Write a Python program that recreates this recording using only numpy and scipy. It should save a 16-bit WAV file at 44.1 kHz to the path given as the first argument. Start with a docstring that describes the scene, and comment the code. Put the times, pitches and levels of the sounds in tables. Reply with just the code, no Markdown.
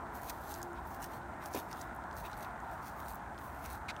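"""Slow steps on a dirt trail

Close to a microphone in the walker's hand, soles scuff through loose dirt and dry grass brushes the legs.
Stones crunch, grit and twigs tick, footfalls thud softly and one sole scrapes on stone.
Far behind, traffic roars with a low rumble and a faint hum. The hand softly bumps the microphone."""
import sys
import numpy as np
from scipy import signal
from scipy.fft import rfft, irfft
from scipy.io import wavfile
from scipy.ndimage import uniform_filter1d

SR = 44100
rng = np.random.default_rng(int(sys.argv[2]) if len(sys.argv) > 2 else 0)


def wav_record(signal):
    """Record a signal, one row per channel, as 16-bit PCM in the file named by sys.argv[1]."""
    frames = np.transpose(np.atleast_2d(signal))
    bounded = np.clip(frames, -1, 1)
    # unit amplitude maps onto the largest positive 16-bit level
    quanta = np.round(bounded * 32767).astype(np.int16)
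    wavfile.write(sys.argv[1], SR, quanta)


N = 176400
t = np.arange(N) / SR


def undb(db):
    """Decibels to gain."""
    return 10 ** (np.asarray(db) / 20)


def unit(x):
    """Scale to rms 1."""
    return x / np.sqrt(np.mean(x ** 2) + 1e-20)


def bin_octaves(size):
    """Octaves above 1 Hz of each spectrum bin."""
    return np.log2(np.maximum(np.arange(size // 2 + 1) * SR / size, 1))


def colour(x, points, tilt_db=0):
    """Filter by (freq_hz, gain_db) points, tilted per octave; rms 1."""
    octave = bin_octaves(len(x))
    hz, db = np.array(points, float).T
    octaves_below = np.maximum(np.log2(hz[0]) - octave, 0)
    gain_db = np.interp(octave, np.log2(hz), db) + tilt_db * octave - 20 * octaves_below
    return unit(irfft(rfft(x) * undb(gain_db), len(x)))


def ring(x, hz, width):
    """One resonance; width is a share of the centre."""
    w = 2 * np.pi * hz / SR
    a = np.sin(w) * width / 2
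    return signal.lfilter([a, 0, -a], [1 + a, -2 * np.cos(w), 1 - a], x)


def band(x, hz, width):
    """The same resonance twice, for steeper sides; rms 1."""
    return unit(ring(ring(x, hz, width), hz, width))


def wander(per_s):
    """A smooth random drift; rms 1."""
    hold = max(int(SR / per_s), 2)
    stairs = np.repeat(rng.standard_normal(N // hold + 1), hold)
    return unit(uniform_filter1d(stairs, hold)[:N])


def grains(per_s, spread_db):
    """Random clicks of uneven size; rms 1."""
    clicks = (rng.random(N) < per_s / SR) * rng.choice([-1, 1], N)
    return unit(clicks * undb(spread_db * np.minimum(rng.exponential(size=N), 5)))


def swells(rows):
    """A gain curve with one bell-shaped swell a row."""
    return sum(undb(db) * np.exp(-((t - peak) / width) ** 2) for peak, width, db in rows)


def add(out, start_s, x):
    """Mix a short sound in at its time."""
    i = max(int(start_s * SR), 0)
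    out[i:i + len(x)] += x[:max(N - i, 0)]


# Hiss all around the trail: freq_hz, gain_db
AIR_SPECTRUM = [(1500, -3), (3500, 2), (4900, -4), (6000, -.5), (9500, 1.5), (10400, -10.5), (11200, -5),
                (15500, -5)]

def air():
    """The thin, steady hiss of still air."""
    return undb(-69.5) * colour(rng.standard_normal(N), AIR_SPECTRUM)


# Engine rumble from the far road: freq_hz, gain_db
RUMBLE_SPECTRUM = [(20, -40), (32, -22), (45, -7.5), (58, 1), (80, -2), (120, -7.5), (200, -8.5),
                   (290, -9.5), (480, -19), (900, -28), (2000, -50), (8000, -80)]
# Course that the far hum wavers around: time_s, level_db
HUM_LEVELS = [(0, -53), (.25, -68.5), (.5, -59), (.72, -51.5), (.85, -65), (1.45, -58), (2.1, -64.5),
              (2.9, -80), (4, -78)]

def engines():
    """Far engines rumble, with a wavering hum inside a fading drone."""
    rumble = undb(-51) * colour(rng.standard_normal(N), RUMBLE_SPECTRUM)
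    pitch_hz = 346.7 * (1 + .0068 * wander(14))
    hum = np.sqrt(2) * np.sin(2 * np.pi * np.cumsum(pitch_hz) / SR)
    hum_db = np.interp(t, *np.array(HUM_LEVELS).T) + 2.2 * wander(8.86)
    drone = undb(-58 - 3 * t) * band(rng.standard_normal(N), hz=392, width=.67)
    return rumble + undb(hum_db) * hum + drone


def flutter(x, depth_db, per_s):
    """Moving air makes each narrow band of a far sound waver on its own."""
    spectrum, centre_octaves = rfft(x), np.arange(8.5, 12.1, .2)
    indices = np.arange(len(centre_octaves))
    place = np.interp(bin_octaves(N), centre_octaves, indices)
    strips = (irfft(spectrum * np.maximum(1 - np.abs(place - k), 0), N) for k in indices)
    return unit(sum(strip * undb(depth_db * wander(per_s)) for strip in strips))


# Tyre roar as it reaches the trail: freq_hz, gain_db
TYRE_SPECTRUM = [(350, -28), (560, -9.5), (690, -1), (850, .5), (1020, -1), (1170, -7), (1420, -6),
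                 (1700, -11.5), (2050, -18), (2400, -25), (2900, -34), (4500, -43.5), (10000, -58)]
# Upper band of that far roar: time_s, level_db
UPPER_ROAR_LEVELS = [(0, -63), (1.2, -64), (2.0, -57), (2.7, -53), (3.3, -65), (4, -51.5)]

def tyres():
    """Tyres roar and slowly recede, their treble lost over the distance."""
    roar = flutter(colour(rng.standard_normal(N), TYRE_SPECTRUM), depth_db=2, per_s=18)
    roar_db = -46 - .23 * t + .25 * wander(3.03)
    upper = band(rng.standard_normal(N), hz=1386, width=.31)
    upper_db = np.interp(t, *np.array(UPPER_ROAR_LEVELS).T)
    return undb(roar_db) * roar + undb(upper_db) * upper


# Handling noise right at the microphone: peak_s, width_s, level_db
HANDLING_BUMPS = [(.53, 0.08, -53), (1.05, .03, -55), (2.37, 0.023, -46), (3.08, .08, -54.5),
                  (3.68, 0.16, -53.5)]

def handling_bumps():
    """Soft, low handling bumps on the handheld microphone."""
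    return swells(HANDLING_BUMPS) * band(rng.standard_normal(N), hz=59.5, width=.53)


# Grass against the legs, just below the microphone: start_s, end_s, level_db
GRASS_BRUSHES = [(.14, .62, -63), (.65, .85, -76.5), (0.857, 0.977, -65), (1.002, 1.19, -66),
                 (1.42, 1.84, -68.5), (2.15, 2.493, -68), (2.6, 2.822, -75), (2.83, 3.18, -68.5),
                 (3.38, 3.788, -64.5)]
# Its papery colour: freq_hz, gain_db
GRASS_SPECTRUM = [(3000, -6), (6000, -7), (10000, -7), (12500, 0), (15500, -3)]

def grass(edge_s=.031):
    """Dry grass brushes the moving legs, a thin rustle through each stride."""
    gain = sum(undb(db) * np.clip(np.minimum(t - start, end - t) / edge_s + .5, 0, 1)
               for start, end, db in GRASS_BRUSHES)
    return gain * undb(1.4 * wander(40)) * colour(grains(3000, spread_db=3), GRASS_SPECTRUM)


def pebbles(x, decay_s=.0047):
    """Small stones ring for a few milliseconds at many unrelated pitches."""
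    age = t[:SR // 40]
    tail = rng.standard_normal(len(age)) * np.exp(-age / decay_s)
    ringing = signal.fftconvolve(x, tail / np.linalg.norm(tail))[:len(x)]
    return unit(x + undb(-2) * ringing)


# Coarse stones shifting underfoot: peak_s, width_s, level_db
STONE_CRUNCHES = [(.29, 0.014, -56), (.775, 0.022, -61), (1.425, .016, -61), (1.568, .022, -50),
                  (2.258, 0.016, -51.5), (2.44, .025, -61), (2.71, .02, -67), (3.655, 0.011, -60)]
# Their colour at close range: freq_hz, gain_db
CRUNCH_SPECTRUM = [(900, -6), (1900, 2), (2700, -0.5), (4000, -3.5), (5200, -12), (9000, -29)]

def crunches():
    """Larger stones grind briefly, and stray grit keeps settling between the steps."""
    grinding = colour(pebbles(grains(2500, spread_db=2)), CRUNCH_SPECTRUM)
    settling = colour(pebbles(grains(70, spread_db=2)), CRUNCH_SPECTRUM)
    return swells(STONE_CRUNCHES) * grinding + undb(-73) * settling


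# Grit and twigs underfoot, before boost_db: start_s, level_db, centre_hz
GRIT_TICKS = [(.298, -45, 5500), (.492, -54, 6000), (.541, -42, 5800), (.617, -50, 6270), (.629, -41, 5970),
              (.630, -45, 12500), (.732, -59, 7030), (1.02, -50, 9000), (1.027, -46, 7500),
              (1.042, -46, 10000), (1.061, -57, 7000), (1.459, -45, 6650), (1.538, -44, 7000),
              (1.547, -44, 6500), (1.729, -44, 5650), (1.813, -45, 6200), (1.817, -46.5, 7500),
              (1.949, -56, 14000), (1.963, -56, 11000), (2.039, -60, 3400), (2.112, -55, 4000),
              (2.129, -57, 4800), (2.167, -52, 6500), (2.315, -57, 5500), (2.331, -48.5, 4070),
              (2.342, -57, 4000), (2.377, -54, 10000), (2.389, -55, 11000), (2.397, -57, 10500),
              (2.448, -52, 3580), (2.603, -59, 7000), (3.124, -53, 12000), (3.146, -48, 14000),
              (3.156, -47, 13400), (3.346, -62, 3600), (3.379, -52.5, 3700), (3.387, -57, 7000),
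              (3.442, -66, 13000), (3.641, -52, 11500), (3.66, -49, 6540), (3.73, -47, 10500),
              (3.965, -48, 3270)]

def ticks(boost_db=6, decay_s=.0007, scatter_s=.008):
    """Grit and twigs snap under the sole: a very short crack, then a faint scatter."""
    out, age = np.zeros(N), t[:SR // 20]
    envelope = np.exp(-age / decay_s) + undb(-24) * np.exp(-age / scatter_s)
    rms = np.sqrt(np.mean(envelope ** 2))
    for start, db, hz in GRIT_TICKS:
        burst = rng.standard_normal(len(age)) * envelope
        crack = unit(ring(ring(burst, hz, width=.7), hz, width=1.4))
        add(out, start, undb(db + boost_db) * rms * crack)
    return out


# Footfalls on the trail below the microphone: start_s, level_db, centre_hz
FOOTFALLS = [(1.547, -36.5, 450), (1.556, -38.5, 270), (1.562, -39, 680), (1.916, -48, 290)]

def thuds(decay_s=.022):
    """Heel and sole strike packed earth, which damps them at once."""
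    out, age = np.zeros(N), t[:SR // 8]
    envelope = np.exp(-age / decay_s)
    rms = np.sqrt(np.mean(envelope ** 2))
    impact = 5 * np.exp(-age / .0001)
    for start, db, hz in FOOTFALLS:
        push = impact + rng.standard_normal(len(age)) * envelope
        add(out, start, undb(db) * rms * band(push, hz, width=.72))
    return out


# A sole skidding on stone, close by: freq_hz, gain_db
SCRAPE_SPECTRUM = [(600, -6), (1500, -3), (2200, 0.5), (2600, -5), (3100, -11), (3900, -4), (5200, -12),
                   (7000, -17), (9200, -22), (10500, -29), (13000, -25), (15500, -33)]
# Resonances of those stones: pitch_hz, width_ratio, gain_db
STONE_RESONANCES = [(2200, 0.069, 4), (2600, .09, -0.5), (3740, .06, -10), (4370, .05, -14),
                    (7400, .03, -21), (9000, .06, -21)]

def scrape(start_s=3.882, length_s=.025, attack_s=.0051, release_s=.0052):
    """A sole skids: a brief run of stick-slip clicks sets the stones ringing."""
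    age = t - start_s
    envelope = np.clip(age / attack_s, 0, 1) * np.exp(-np.maximum(age - length_s, 0) / release_s)
    slips = unit(grains(3000, spread_db=.8) + .8 * rng.standard_normal(N))
    ringing = unit(sum(undb(db) * unit(ring(slips, hz, width)) for hz, width, db in STONE_RESONANCES))
    return undb(-40.5) * envelope * unit(colour(slips, SCRAPE_SPECTRUM) + undb(-6) * ringing)


# Soles sliding close by, before boost_db: peak_s, rise_s, fall_s, level_db, tilt_db_per_octave
SOLE_SCUFFS = [(.16, 0.02, .04, -57, 3), (.265, .035, 0.054, -51.5, 3), (.297, 0.0097, 0.01, -48, -1.5),
               (.505, 0.05, 0.073, -50.5, 2.5), (.882, 0.023, .03, -55.5, 10), (.945, 0.031, 0.025, -58, 2),
               (1.034, 0.019, 0.023, -49, 2), (1.145, .025, 0.033, -59.5, -1),
               (1.425, 0.0087, .02, -59.5, -1), (1.462, 0.017, 0.023, -52.5, 3.5),
               (1.553, .022, 0.016, -47, 0), (1.587, 0.022, 0.026, -49.5, 1.5),
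               (1.715, .015, 0.017, -56.5, -3), (1.801, 0.038, 0.04, -55, 0), (2.185, 0.023, 0.023, -52, 2),
               (2.26, 0.025, .022, -54.5, 3.5), (2.32, .02, 0.017, -63.5, -6),
               (2.425, 0.047, .03, -57.5, 0), (2.74, 0.042, .025, -63, 3), (2.865, 0.026, 0.026, -53, 1),
               (2.997, 0.022, .018, -56, 2.5), (3.06, 0.039, 0.04, -61.5, 0.5),
               (3.102, 0.023, .025, -53, 3), (3.445, 0.037, 0.052, -58, 6.5), (3.655, .025, .022, -52, -2),
               (3.725, 0.04, 0.033, -53, 0)]
# Loose dirt under a sole, heard from hand height: freq_hz, gain_db
DIRT_SPECTRUM = [(400, -22), (1500, 0), (2500, 1.5), (3600, -0.5), (4250, 2), (4900, -1.5), (6100, 1.5),
                 (7400, -4), (8400, -0.5), (10400, -3), (12500, 1), (15500, 0)]

def scuffs(boost_db=2, hiss_share=.31, catch_db=.5):
    """Each slide swells and dies: a shower of grains over fine hiss, catching as it goes."""
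    out, size = np.zeros(N), SR // 2
    hiss = np.sqrt(hiss_share) * rng.standard_normal(N)
    shower = np.sqrt(1 - hiss_share) * grains(2200, spread_db=5.5)
    rub = (hiss + shower) * undb(catch_db * wander(140))
    for peak, rise, fall, db, tilt_db in SOLE_SCUFFS:
        first = int(np.clip(peak * SR - size / 2, 0, N - size))
        span = slice(first, first + size)
        age = t[span] - peak
        envelope = np.exp(-np.abs(age / np.where(age < 0, rise, fall)) ** 1.14)
        dirt = colour(pebbles(rub[span]), DIRT_SPECTRUM, tilt_db)
        out[span] += undb(db + boost_db) * envelope * dirt
    return out


def scene():
    """One handheld microphone: the traffic far off, the walker close by."""
    background = air() + engines() + tyres() + handling_bumps()
    walker = grass() + crunches() + ticks() + thuds() + scrape() + scuffs()
    return (background + walker)[None]


def record(dry):
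    """The recorder cuts the highest treble steeply."""
    top_hz = 15750
    return signal.sosfilt(signal.ellip(10, .2, 70, top_hz, fs=SR, output="sos"), dry)


dry = scene()
out = record(dry)
wav_record(out)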